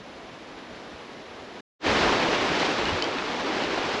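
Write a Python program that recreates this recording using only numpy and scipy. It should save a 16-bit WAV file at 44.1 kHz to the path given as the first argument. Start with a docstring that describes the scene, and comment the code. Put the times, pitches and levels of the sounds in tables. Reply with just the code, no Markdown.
"""A beach of coral rubble, facing the surf on a reef; the microphone hears it almost in mono.
Far off, breakers merge into an even roar. After a short silence a wave fades in close by,
washes out and swells again. Bubbles and slaps of trapped air ring in the white water,
foam hisses on top, a few pieces of coral clink and wind buffets the microphone."""
import sys
import numpy as np
from scipy import signal
from scipy.fft import rfft, irfft
from scipy.io import wavfile

SR = 44100
rng = np.random.default_rng(int(sys.argv[2]) if len(sys.argv) > 2 else 0)


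def inscribe(sig):
    """Save sig as 16-bit PCM at rate SR to the path in sys.argv[1].

    A 1-D sig is mono; a 2-D sig holds one channel per row.
    Samples are clipped to [-1, 1] before scaling.
    """
    pcm = np.round(np.clip(np.atleast_2d(sig).T, -1, 1) * 32767)
    wavfile.write(sys.argv[1], SR, pcm.astype(np.int16))


N = 176400
TIME = np.arange(N) / SR


def from_db(db):
    """Decibels to gain."""
    return 10 ** (np.asarray(db) / 20)


def unit_rms(x):
    """Scale to an rms of 1."""
    return x / np.sqrt(np.mean(x ** 2) + 1e-20)


def in_time(rows):
    """Each column of a curve at every sample."""
    times, *columns = np.transpose(rows)
    return [np.interp(TIME, times, column) for column in columns]


def at_hz(spectrum, hz):
    """Read a spectrum's level on a log-frequency axis."""
    points_hz, points_db = np.transpose(spectrum)
    return np.interp(np.log(hz), np.log(points_hz), points_db)


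def drift(rate_hz):
    """Smooth random wander with an rms of 1."""
    hop, settle = 40, 2000
    pole = np.exp(-2 * np.pi * rate_hz * hop / SR)
    noise = rng.standard_normal(N // hop + settle + 2)
    slow = signal.lfilter([1], [1, -2 * pole, pole * pole], noise)[settle:]
    return np.interp(np.arange(N) / hop, np.arange(len(slow)), unit_rms(slow))


def click(s, db):
    """One impulse."""
    return from_db(db) * (np.arange(N) == int(s * SR))


def ring(clicks, hz, t60):
    """Each click starts a sine that dies away by 60 dB in t60 seconds."""
    decay, step = from_db(-60 / (t60 * SR)), 2 * np.pi * hz / SR
    return signal.lfilter([0, np.sin(step)], [1, -2 * decay * np.cos(step), decay ** 2], clicks + 1e-18)


def dull(x, top_hz=6200):
    """Take the top off a ringing sound."""
    return signal.sosfilt(signal.butter(4, top_hz, fs=SR, output="sos"), x)


def noise_bands(spectrum, flicker_db, flicker_hz, surge_db, surge_hz):
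    """Half-octave noise bands that surge together and flicker with their neighbours: (centres, bands)."""
    centres = 22 * 2 ** (np.arange(20) / 2)
    hz = np.maximum(np.arange(N // 2 + 1) * SR / N, 1)
    coloured = rfft(rng.standard_normal(N)) * from_db(at_hz(spectrum, hz))
    surge = surge_db * drift(surge_hz)
    below, bands = drift(flicker_hz), []
    for centre in centres:
        own = drift(flicker_hz)
        triangle = np.maximum(1 - 2 * abs(np.log2(hz / centre)), 0)
        flicker = flicker_db * (own + below) / np.sqrt(2)
        bands.append(irfft(coloured * triangle, N) * from_db(surge + flicker))
        below = own
    return centres, np.array(bands)


# Spectrum of the noise that differs between left and right: f/Hz, relative level/dB
SIDE_SPECTRUM = [(100, 4), (300, -14), (1000, -32), (2200, -24), (3600, 1.5), (6000, 9.5), (8000, -1),
                 (9000, -31), (10400, -20.5), (14000, -32.5)]

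def stereo_side():
    """Faint noise, opposite in the two channels, lies under the sound."""
    _, bands = noise_bands(SIDE_SPECTRUM, flicker_db=0.8, flicker_hz=10, surge_db=1, surge_hz=10)
    return from_db(-33.5) * unit_rms(bands.sum(axis=0)) * np.array([[1], [-1]])


# Breeze at the microphone: t/s, level/dB
BREEZE = [(0, -58.5), (1.6, -59), (1.86, -42), (2.07, -32.5), (2.32, -56), (2.7, -62), (2.87, -37),
          (3.07, -53), (3.6, -62), (3.8, -46), (4, -57.5)]
# Single buffets: t/s, level/dB, half-width/s
WIND_BUFFETS = [(.02, -50, .025), (0.34, -53, 0.031), (0.727, -57, 0.017), (0.944, -57, 0.017),
                (2.509, -31.5, 0.013), (2.936, -35, 0.012)]
# Spectrum of the wind rumble: f/Hz, relative level/dB
RUMBLE_SPECTRUM = [(20, -21), (45, -1.5), (100, -2.5), (170, -3.5), (300, -16), (2000, -100)]

def wind():
    """Right on the microphone, a lumpy rumble follows the breeze and jumps with each buffet."""
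    breeze_db, = in_time(BREEZE)
    buffets = sum(from_db(db) * np.exp(-((TIME - s) / width) ** 2) for s, db, width in WIND_BUFFETS)
    _, bands = noise_bands(RUMBLE_SPECTRUM, flicker_db=3.6, flicker_hz=11, surge_db=-1.1, surge_hz=15)
    return (from_db(breeze_db) + buffets) * unit_rms(bands.sum(axis=0))


# Bubbles in the white water, far and near: f/Hz, relative level/dB
BUBBLE_SPECTRUM = [(260, -22), (400, -23), (900, -22.5), (2000, -23), (4500, -30)]

def bubbles(per_s=2200, cycles=16, spread_db=3.0):
    """Bubbles of all sizes are born at random and ring for a few cycles."""
    pitches = np.geomspace(BUBBLE_SPECTRUM[0][0], BUBBLE_SPECTRUM[-1][0], 26)
    strengths = from_db(spread_db * np.minimum(rng.exponential(1, N), 5))
    signs = rng.choice([-1, 1], N)
    born = rng.random(N) < per_s / SR
    clicks = strengths * signs * born
    pitch_index = rng.integers(0, len(pitches), N)
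    bubbling = np.zeros(N)
    for k, hz in enumerate(pitches):
        ringing = ring(clicks * (pitch_index == k), hz, cycles / hz)
        bubbling += from_db(at_hz(BUBBLE_SPECTRUM, hz)) * unit_rms(ringing)
    return bubbling


# Strength of the distant breakers: t/s, relative level/dB
BREAKER_LEVEL = [(0, -46.5), (.35, -46), (.9, -44.5), (1.25, -45.5), (1.6, -44.5)]
# Their roar as it reaches the beach: f/Hz, relative level/dB
ROAR_SPECTRUM = [(30, -35), (110, -13), (160, -9), (230, -0.5), (400, -0.5), (620, -2.5), (1000, -5.5),
                 (1300, -9), (1900, -10), (3800, -15.5), (5400, -21.5), (7000, -29), (8300, -39),
                 (9000, -48), (9600, -43), (10600, -36), (11400, -50), (14000, -67)]

def far_surf(bubbling, side):
    """Far out on the reef edge, breakers merge into an even roar."""
    level_db, = in_time(BREAKER_LEVEL)
    _, bands = noise_bands(ROAR_SPECTRUM, flicker_db=0.53, flicker_hz=24, surge_db=0.27, surge_hz=20)
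    roar = from_db(3.18) * unit_rms(bands.sum(axis=0))
    return from_db(level_db) * (roar + bubbling + side)


# Coral knocking together nearby: t/s, relative level/dB, lowest mode f/Hz, tilt/(dB per octave)
CORAL_KNOCKS = [(2.598, -20, 3310, 1), (2.8544, -14.5, 2910, -10.5), (2.885, -14.5, 2900, -15),
                (3.0237, -11.5, 3070, -3), (3.042, -20.5, 3250, 0), (3.1861, -17.5, 2570, -11),
                (3.637, -19, 2880, -5)]
# Modes of one piece: multiple of the lowest mode, relative level/dB, t60/s
CORAL_MODES = [(1, -10.5, 0.062), (1.45, -2, 0.0086), (1.68, -6, .006), (2.2, -13, .012)]

def coral_clinks():
    """Each knock rings the modes of one piece of rubble; a soft contact spares the upper ones."""
    return sum(ring(click(s, db + mode_db + tilt_db * np.log2(multiple)), hz * multiple, t60)
               for s, db, hz, tilt_db in CORAL_KNOCKS
               for multiple, mode_db, t60 in CORAL_MODES)


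# Water slapping the rock nearby: t/s, level/dB, f/Hz
WATER_SLAPS = [(2.094, -11, 1110), (2.287, -12.5, 513), (2.424, -17.5, 426), (2.631, -15, 770),
               (3.778, -18, 690)]

def slaps(cycles=14):
    """Each slap into a hollow of the rock traps a pocket of air that rings briefly."""
    return sum(ring(click(s, db), hz, cycles / hz) for s, db, hz in WATER_SLAPS)


# Course of the near wave, in relative levels: t/s, water level/dB, foam level/dB
WAVE_LEVELS = [(1.88, -25.5, -27), (2.06, -24, -27.5), (2.2, -25, -29), (2.45, -27.5, -29.5),
               (2.62, -28.5, -30), (2.8, -28.5, -31.5), (2.95, -30.5, -32.5), (3.12, -31.5, -36),
               (3.35, -32, -34.5), (3.52, -30.5, -34.5), (3.61, -29.6, -32.1), (3.69, -31, -34.5),
               (3.78, -29, -32.5), (4, -31.5, -34)]
# Its wash at close range, before the bass roll-off: f/Hz, relative level/dB
WASH_SPECTRUM = [(170, -9.5), (280, -.5), (370, 0), (560, -3), (700, -4), (950, -4), (1400, -7.5),
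                 (2300, -9), (3200, -11.5), (4300, -15), (5500, -20), (7000, -28.5), (8300, -38.5),
                 (9000, -60), (9600, -45), (10600, -43.5), (11400, -61.5), (14000, -58)]

def near_wave(bubbling, side, foam_above_hz=1500, bass_corner_hz=166):
    """Close to the microphone, water churns full of bubbles, with foam hissing above it."""
    water_db, foam_db = in_time(WAVE_LEVELS)
    hz, bands = noise_bands(WASH_SPECTRUM, flicker_db=0.55, flicker_hz=30, surge_db=0.69, surge_hz=33)
    roll_off_db = 8 * np.minimum(np.log2(hz / bass_corner_hz), 0)   # 8 dB per octave
    bands *= from_db(roll_off_db)[:, None]
    water = from_db(0.86) * unit_rms(bands[hz < foam_above_hz].sum(axis=0))
    foam = from_db(-0.46) * unit_rms(bands[hz >= foam_above_hz].sum(axis=0))
    return from_db(water_db) * (water + bubbling) + from_db(foam_db) * (foam + side)


def scene():
    """Distant surf, a short silence, then the wave at close range; wind blows over both."""
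    far_end_s, far_fade_s = 1.609, 0.0067
    near_start_s, near_fade_s = 1.7897, 0.081
    fade_out = np.clip((far_end_s - TIME) / far_fade_s, 0, 1)
    fade_in = np.clip((TIME - near_start_s) / near_fade_s, 0, 1) ** 2.26
    side, bubbling, rumble = stereo_side(), dull(bubbles()), wind()
    far = far_surf(bubbling, side) + rumble
    near = near_wave(bubbling, side) + dull(slaps() + coral_clinks()) + rumble
    return fade_out * far + fade_in * near


def record(dry):
    """A steep low-pass cuts the highest treble."""
    stop_db, stop_hz = 60, 14200
    return signal.sosfilt(signal.cheby2(12, stop_db, stop_hz, fs=SR, output="sos"), dry)


dry = scene()
out = record(dry)
inscribe(out)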